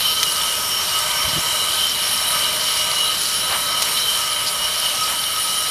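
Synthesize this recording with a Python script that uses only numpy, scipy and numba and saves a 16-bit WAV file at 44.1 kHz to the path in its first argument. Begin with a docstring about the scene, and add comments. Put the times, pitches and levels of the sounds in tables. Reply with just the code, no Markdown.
"""A bicycle spins on three aluminium roller drums on a concrete patio, a few metres from a small microphone.
From the start the tyres hiss as shaped noise and the drum tubes sing as narrow resonances shaken by noise; a
high bearing whine, noise in a moving band, sinks in pitch. Short wobbly tones make the chain tick; near 0.2 s a
noise burst snaps and echoes off the patio. Wind thumps the microphone from 1.2 s as soft puffs of low noise.
From 3.5 s the frame scuffs in puffs of mostly higher noise, and a second snap comes at 3.8 s."""
import sys
import numpy as np
from scipy import signal
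from scipy.fft import rfft, irfft
from scipy.io import wavfile
from scipy.ndimage import uniform_filter1d
from numba import njit

SR = 44100
rng = np.random.default_rng(int(sys.argv[2]) if len(sys.argv) > 2 else 0)


def dump_mix(stems):
    """Bounce the given channels to the path in sys.argv[1] as a 16-bit WAV at rate SR."""
    frames = np.atleast_2d(stems).T  # one column per channel
    limited = np.clip(frames, -1, 1)  # hard clip at full scale
    pcm = np.round(limited * 32767).astype(np.int16)
    wavfile.write(sys.argv[1], SR, pcm)


N = 251370  # length in samples, 5.7 s

# Slow drift of tyres and drums. Each row: time in seconds, level change in dB.
DRIFT = [(0, 0), (.7, -0.05), (1.6, 0.33), (2.6, 0.4), (3.6, -0.05), (4.6, -.8), (5.7, -1.4)]
# Rolling pressure of the tyres; only its ups and downs are heard. Each row: time in seconds, level in dB.
PRESSURE = [(0.0, -30), (0.13, -32), (0.32, -32), (1.24, -32), (1.43, -31), (1.9, -32), (3.06, -31.5),
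            (5.3, -32), (5.46, -30.5), (5.7, -31.5)]
# Colour of the rolling hiss. Each row: frequency in Hz, relative level in dB per Hz.
HISS_COLOUR = [(15, -40), (30, -21.5), (60, -13.5), (190, -13), (260, -18), (600, -13), (1000, -12),
               (1800, -11), (2600, -10.5), (3250, -8), (4600, -8), (6200, -14.5), (10500, -12.5),
               (13450, -15), (13650, -20), (14400, -19), (15300, -46)]

# Pitches of the drum tube resonances, by family. Each entry: pitch in Hz.
HUM_HZ = [1276]
LOW_HZ = [612, 929, 975, 1110, 1202, 1533, 2040, 2225, 2335]
MAIN_HZ = [2901, 2949]
TWIN_HZ = [3074, 3121, 3030, 3200]
MID_HZ = [3820, 3900, 4001, 4040, 4168]
UPPER_HZ = [5478, 5567, 5738, 5815, 6120, 6180, 6448]
TOP_MODE_HZ = [8662, 8921, 9235, 9355, 12325, 12838, 13040, 13260, 13315, 13455]
# The same resonances in the same order. Each row: width in Hz, level within the family in dB.
HUM_MODES = [(24, 0.0042)]
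LOW_MODES = [(44.8, -8.5), (19.3, -10), (34.5, -9), (39, -9.5), (17.9, -6.5), (27.5, -8.5), (40, -11.5),
             (30, -10), (79.5, -10)]
MAIN_MODES = [(12, 2), (12, -3.5)]
TWIN_MODES = [(15, 0.5), (26, -3.5), (40, -15.5), (120, -11.5)]
MID_MODES = [(60, -6.5), (13.1, -1), (18.1, -2.5), (22, -13), (40, -3.5)]
UPPER_MODES = [(21.7, 2.5), (20, -2), (25, -6.5), (18, -6.5), (14, -13.5), (14, -20), (20, -9)]
TOP_MODES = [(16, -43), (26, -38), (20, -42), (25, -46), (12, -51), (20, -43), (18, -46), (20, -50),
             (20, -48), (22, -48)]
# Base level of the resonances near 4 kHz. Each row: time in seconds, level in dB.
MID_RING = [(0, -29), (.2, -36), (.32, -38), (.6, -50), (.85, -36), (1.2, -40), (1.45, -34.5), (3.2, -33.5),
            (4.0, -33), (4.3, -37.5), (5.7, -33)]
# Brief random rises in level of the ringing tones. Each row: middle in seconds, tone in Hz, rise in dB,
# length (spread of the bell-shaped rise) in seconds.
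LEVEL_RISES = [(.05, 3074, 4, .06), (.39, 1276, 5.5, .03), (.95, 2901, 6, 0.032), (1.593, 2901, 5.5, 0.058),
               (1.837, 3074, 8.5, 0.047), (2.33, 1276, 4, .04), (2.445, 3074, 5, 0.036),
               (2.997, 2901, 6.5, 0.094), (3.65, 1276, 4, 0.029), (4.095, 3074, 5.5, .05),
               (4.205, 1276, 10.5, 0.023), (4.63, 2901, 6, 0.039), (4.867, 3074, 2.5, 0.024),
               (4.87, 2901, 5, 0.036), (5.026, 1276, 7.5, 0.04), (5.345, 1276, 9.5, .03),
               (5.555, 1276, 5, .05)]

# Path of the bearing whine. Each row: time in seconds, centre in Hz, level before trims in dB.
WHINE_PATH = [(0, 10600, -33), (.3, 10370, -31), (.58, 10400, -32), (.75, 10400, -37), (1.3, 10450, -32),
              (1.6, 10400, -31), (2.2, 10600, -30), (3.1, 10450, -29.5), (3.3, 10440, -26.5),
              (3.45, 10400, -30.5), (4.2, 10380, -30), (4.33, 10000, -28.5), (4.8, 10140, -31),
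              (4.87, 9900, -29), (5.1, 10000, -33), (5.5, 9800, -29), (5.7, 9850, -29)]
# Resonances that sing as the whine passes over them. Each entry: pitch in Hz.
WHINE_HZ = [9676, 9810, 9860, 9960, 10120, 10430, 10580, 10762]
# Those resonances in the same order. Each row: width in Hz, level within the family in dB.
WHINE_MODES = [(15, 8.5), (27, -14), (15, -9), (12, 1), (20.6, -15), (40, 1), (16.2, -13), (25, 2)]

# Loud chain ticks. Each row: start in seconds, relative level in dB, pitch in Hz.
TICKS = [(.115, -12, 4630), (.320, -12, 4800), (.414, -11.5, 3670), (.893, -12, 4600), (.990, -15, 7700),
         (1.233, -12, 4600), (1.460, -13, 4750), (1.952, -14, 4640), (2.176, -12, 4970), (2.319, -11, 4360),
         (2.392, -13, 4530), (2.444, -11, 4600), (2.915, -11, 4640), (3.255, -12, 4470), (3.524, -12, 4400),
         (3.975, -9, 3670), (4.471, -12, 4560), (4.474, -13, 4580), (4.484, -12, 4540), (4.799, -11, 10500),
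         (5.035, -13, 4970), (5.0405, -13, 4860), (5.101, -15, 10800), (5.116, -19, 7600),
         (5.239, -11, 3620)]
# Pitches that the faint chain ticks choose from. Each entry: pitch before random detuning in Hz.
FAINT_TICK_HZ = [3600, 4200, 4600, 4600, 4700, 5100, 7500]
# Sharp snaps. Each row: start in seconds, peak in dB, centre in Hz, crack against body in dB.
SNAPS = [(.2303, -1.5, 4000, -5), (3.8228, -3.5, 3900, 2)]
# Wind on the microphone. Each row: middle in seconds, level in dB, centre in Hz, length in seconds,
# width of each filter as a share of the centre.
GUSTS = [(1.2, -37, 110, .008, .85), (1.25, -34, 70, .02, 0.92), (1.285, -32, 140, 0.013, 1.1),
         (1.338, -32, 130, .009, 1.1), (1.376, -24, 164, 0.0076, .6), (1.383, -31.5, 300, .006, .6),
         (1.387, -34, 60, .007, .85)]
# Scuffs and rattles through the frame. Each row: middle in seconds, level in dB, centre in Hz,
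# length in seconds, width of each filter as a share of the centre.
SCUFFS = [(3.534, -23, 1200, 0.024, 1.5), (3.89, -30, 2100, 0.027, 1.1), (4.48, -22.5, 4570, 0.016, .45),
          (5.06, -29, 4900, .022, 0.32), (5.11, -29.5, 1040, 0.038, 1.8), (5.115, -33, 7992, .01, .3),
          (3.826, -21, 4500, 0.0076, 0.88)]

# Base levels of the drum families in dB
HUM_DB, LOW_DB, MAIN_DB, TWIN_DB, UPPER_DB, TOP_DB = -34, -34, -33.5, -30, -35, 1
# Pedal strokes swell the treble; each wheel turn presses the drums once and, out of round, twice.
# Rates in Hz, with the time of one peak in seconds
STROKE_HZ, STROKE_PEAK_S = 3.33, 0.29
WHEEL_HZ, WHEEL_PEAK_S = 4.6, 0.07
# Faint ticks: lowest level and random span in dB before the clatter beat
FAINT_TICK_DB, FAINT_SPAN_DB = -29.5, 10
CLATTER_HZ, CLATTER_PEAK_S, CLATTER_DB = 6.63, 0.076, 4.5  # louder about twice a stroke
ECHO_S, ECHO_DB = .0057, -3.5  # delay and level of the echo off the ground after a snap
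TOP_HZ = 15100  # upper edge of the sound


def undb(db):
    """Turn decibels into a gain."""
    return 10 ** (np.asarray(db) / 20)


def unit(x):
    """Scale a signal to an average strength (rms) of 1."""
    return x / np.sqrt(np.mean(x ** 2))


def curves(table):
    """Draw straight lines between table rows: one value per sample for each column after the time."""
    seconds, *columns = np.transpose(table)
    return [np.interp(np.arange(N) / SR, seconds, column) for column in columns]


def turn(hz, peak_s):
    """A smooth wave for something that turns, 1 at the peak time and -1 half a turn later."""
    return np.cos(2 * np.pi * hz * (np.arange(N) / SR - peak_s))


def walk(rate):
    """Random levels, each held for 1 / rate seconds, then smoothed twice; rms 1."""
    hold = int(SR / rate)
    steps = np.repeat(rng.standard_normal(N // hold + 1), hold)
    smooth = uniform_filter1d(uniform_filter1d(steps, hold), hold)
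    return unit(smooth[:N])


def grit(spread_db):
    """Noise whose strength jumps every 32 samples, like grains under a tyre."""
    size = undb(spread_db * rng.exponential(size=N // 32 + 1))
    return unit(rng.standard_normal(N) * np.repeat(size, 32)[:N])


def band(x, hz, width):
    """Keep only a band of sound round one fixed pitch."""
    return signal.lfilter(*signal.iirpeak(hz, hz / width, SR), x)


@njit
def moving_band(x, hz, width):
    """Keep a band whose centre moves (a state-variable filter), with gain 1 at the centre."""
    y, b, l = np.empty(len(x)), 0., 0.
    for i in range(len(x)):
        g, k = np.tan(np.pi * hz[i] / SR), width / hz[i]
        v = (b + g * (x[i] - l)) / (1 + g * (g + k))
        b, l, y[i] = 2 * v - b, l + 2 * g * v, k * v
    return y


def mode(x, hz, width):
    """One resonance as a complex one-pole filter: a narrower one rings longer; gain 1 at its pitch."""
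    radius = np.exp(-np.pi * width / SR)
    return signal.lfilter([1 - radius], [1, -radius * np.exp(2j * np.pi * hz / SR)], x)


def ring(level_db, pitches, modes, steady):
    """Resonances shaken by noise, which makes them beat; steady, from 0 to 1, evens the beating out."""
    out = 0
    for hz, (width, db) in zip(pitches, modes):
        tone = mode(rng.standard_normal(N), hz, width)
        tone = tone / (np.abs(tone) + 1e-9) ** np.clip(steady, 0, 1)
        tone = undb(level_db) * tone / np.std(tone.imag)
        # A wider second resonance limits how fast the level can change
        out = out + undb(db) * mode(tone, hz, 4.1 * width).imag
    return out


def level_rises(pitches):
    """Soft-edged rises in dB, taken from the rows whose tone lies close to one of the pitches."""
    t = np.arange(N) / SR
    rise_db = 0
    for s, hz, db, length in LEVEL_RISES:
        distance = np.min(np.abs(np.log(np.array(pitches) / hz)))
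        if distance < .02:
            rise_db = rise_db + db * np.exp(-.5 * ((t - s) / length) ** 2)
    return rise_db


def puffs(table):
    """Soft-edged bursts of noise, each filtered twice round its centre."""
    out, t = 0, np.arange(N) / SR
    for s, db, hz, length, spread in table:
        width = spread * hz
        noise = band(band(grit(1.3), hz, width), hz, width)
        burst = noise * np.exp(-.5 * ((t - s) / length) ** 2)
        strength = np.sqrt(np.sum(burst ** 2) / (length * SR * np.sqrt(np.pi)))
        out = out + undb(db) * burst / strength
    return out


def hiss(level_db):
    """Rolling tyres and air in the spokes: noise bands flicker separately; higher ones follow the roll more."""
    hz = np.fft.rfftfreq(N, 1 / SR) + 1e-3
    table_hz, table_db = np.array(HISS_COLOUR).T
    colour = undb(np.interp(np.log(hz), np.log(table_hz), table_db))
    spectrum, out = rfft(grit(1.0)) * colour, 0
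    # Overlapping bands half an octave apart; the centre is a power of two, in Hz
    for centre in np.arange(4, 15, .5):
        share = np.clip(1 - 2 * np.abs(np.log2(hz) - centre), 0, 1)
        follow = np.clip((centre - 8.5) / 4, 0, 1)
        band_db = follow * (level_db - level_db.mean()) + 1.53 * walk(7.9)
        out = out + irfft(spectrum * share, N) * undb(band_db)
    return undb(-24.5) * unit(out)


def drums():
    """Tyres and bearings shake the tubes: families of resonances flutter, and some pulse or briefly rise."""
    once, twice = turn(WHEEL_HZ, WHEEL_PEAK_S), turn(2 * WHEEL_HZ, WHEEL_PEAK_S)
    stroke = turn(STROKE_HZ, STROKE_PEAK_S)
    hum_db = HUM_DB + level_rises(HUM_HZ) + 1.7 * walk(12.)
    low_db = LOW_DB + 2.5 * walk(3.9)
    main_db = MAIN_DB + level_rises(MAIN_HZ[:1]) + 1.15 * once + 2.3 * twice + 1.55 * walk(24.03)
    twin_db = TWIN_DB + level_rises(TWIN_HZ[:1]) + 0.35 * once + 1.7 * walk(24.03)
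    mid_db = curves(MID_RING)[0] + 1.5 * walk(13.)
    upper_db = UPPER_DB + 0.27 * twice + 1.4 * walk(13.)
    top_db = TOP_DB + 0.33 * stroke + 2.0 * walk(15.)
    out = ring(hum_db, HUM_HZ, HUM_MODES, 0.27)
    out += ring(low_db, LOW_HZ, LOW_MODES, 0.068)
    out += ring(main_db, MAIN_HZ, MAIN_MODES, 0.57)
    out += ring(twin_db, TWIN_HZ, TWIN_MODES, 0.24)
    out += ring(mid_db, MID_HZ, MID_MODES, 0.28)
    out += ring(upper_db, UPPER_HZ, UPPER_MODES, 0.2)
    return out + ring(top_db, TOP_MODE_HZ, TOP_MODES, 0.052)


def whine():
    """Bearing whine: noise in a moving band plus nearby resonances; it sputters and leans on each stroke."""
    hz, level_db = curves(WHINE_PATH)
    level_db = level_db + 0.37 * turn(STROKE_HZ, STROKE_PEAK_S) + 1.9 * walk(30.)
    broad = moving_band(moving_band(grit(1.3), hz, 600.0), hz, 600.0)
    out = undb(level_db - 4) * unit(broad)
    for pitch, row in zip(WHINE_HZ, WHINE_MODES):
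        away_db = -4.3 * ((pitch - hz) / 220) ** 2  # fades as the whine moves away
        out = out + ring(level_db - 5.5 + away_db, [pitch], [row], .3)
    return out


def faint_ticks():
    """Pick 600 faint chain ticks at random: start, level and pitch, louder on the clatter beat."""
    chance = rng.random((600, 4))
    start = chance[:, 0] * N / SR
    beat = np.cos(2 * np.pi * CLATTER_HZ * (start - CLATTER_PEAK_S))
    level_db = FAINT_TICK_DB + FAINT_SPAN_DB * chance[:, 1] + CLATTER_DB * beat
    choice = (chance[:, 3] * len(FAINT_TICK_HZ)).astype(int)
    pitch = np.array(FAINT_TICK_HZ)[choice] * (1 + .18 * (chance[:, 2] - .5))
    return np.c_[start, level_db, pitch]


def ticks():
    """Chain links seat on the teeth: tones of a few milliseconds, made rough by a wandering phase."""
    out, t = np.zeros(N + 600), np.arange(600) / SR
    # A fast part and a slower tail, peaking at 0.6 and 1.6 ms
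    fast = .55 * t / .0006 * np.exp(1 - t / .0006)
    slow = .25 * t / .0016 * np.exp(1 - t / .0016)
    for s, db, hz in [*TICKS, *faint_ticks()]:
        wander = np.cumsum(.22 * rng.standard_normal(len(t)))
        tone = np.sin(2 * np.pi * hz * t + wander)
        out[int(s * SR):][:len(t)] += undb(db) * (fast + slow) * tone
    return out[:N]


def snaps():
    """Fading noise makes a short ring with a bright crack, then a softer copy as it echoes off the ground."""
    out, t = np.zeros(N), np.arange(1000) / SR
    noise = rng.standard_normal((len(SNAPS), 2, 2, len(t)))
    for (s, db, hz, crack_db), pair in zip(SNAPS, noise):
        for echo, (body_noise, crack_noise) in enumerate(pair):
            body = band(band(body_noise * np.exp(-t / .0018), hz, 3400), hz, 3400)
            crack = band(band(crack_noise * np.exp(-t / .0011), 9500, 8000), 9500, 8000)
            hit = body / np.abs(body).max() + undb(crack_db) * crack / np.abs(crack).max()
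            hit = hit / np.abs(hit).max()
            start = int((s + echo * ECHO_S) * SR)
            out[start:][:len(t)] += undb(db + echo * ECHO_DB) * hit
    return out


def wind():
    """Wind pushes on the microphone: low thumps made of short noise puffs."""
    return puffs(GUSTS)


def scuffs():
    """Scuffs and rattles through the frame: short noise puffs, each round its own pitch."""
    return puffs(SCUFFS)


def scene():
    """Add all the sounds at one microphone, which feeds both channels."""
    pressure_db = curves(PRESSURE)[0] + 0.53 * turn(STROKE_HZ, STROKE_PEAK_S)
    rolling = undb(curves(DRIFT)[0]) * (hiss(pressure_db) + drums())
    mono = rolling + whine() + ticks() + snaps() + wind() + scuffs()
    return np.array([mono, mono])


def record(dry):
    """A steep low-pass filter removes the treble above TOP_HZ."""
    low_pass = signal.ellip(10, .2, 80, TOP_HZ, fs=SR, output="sos")
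    return signal.sosfilt(low_pass, dry)


dry = scene()
out = record(dry)
dump_mix(out)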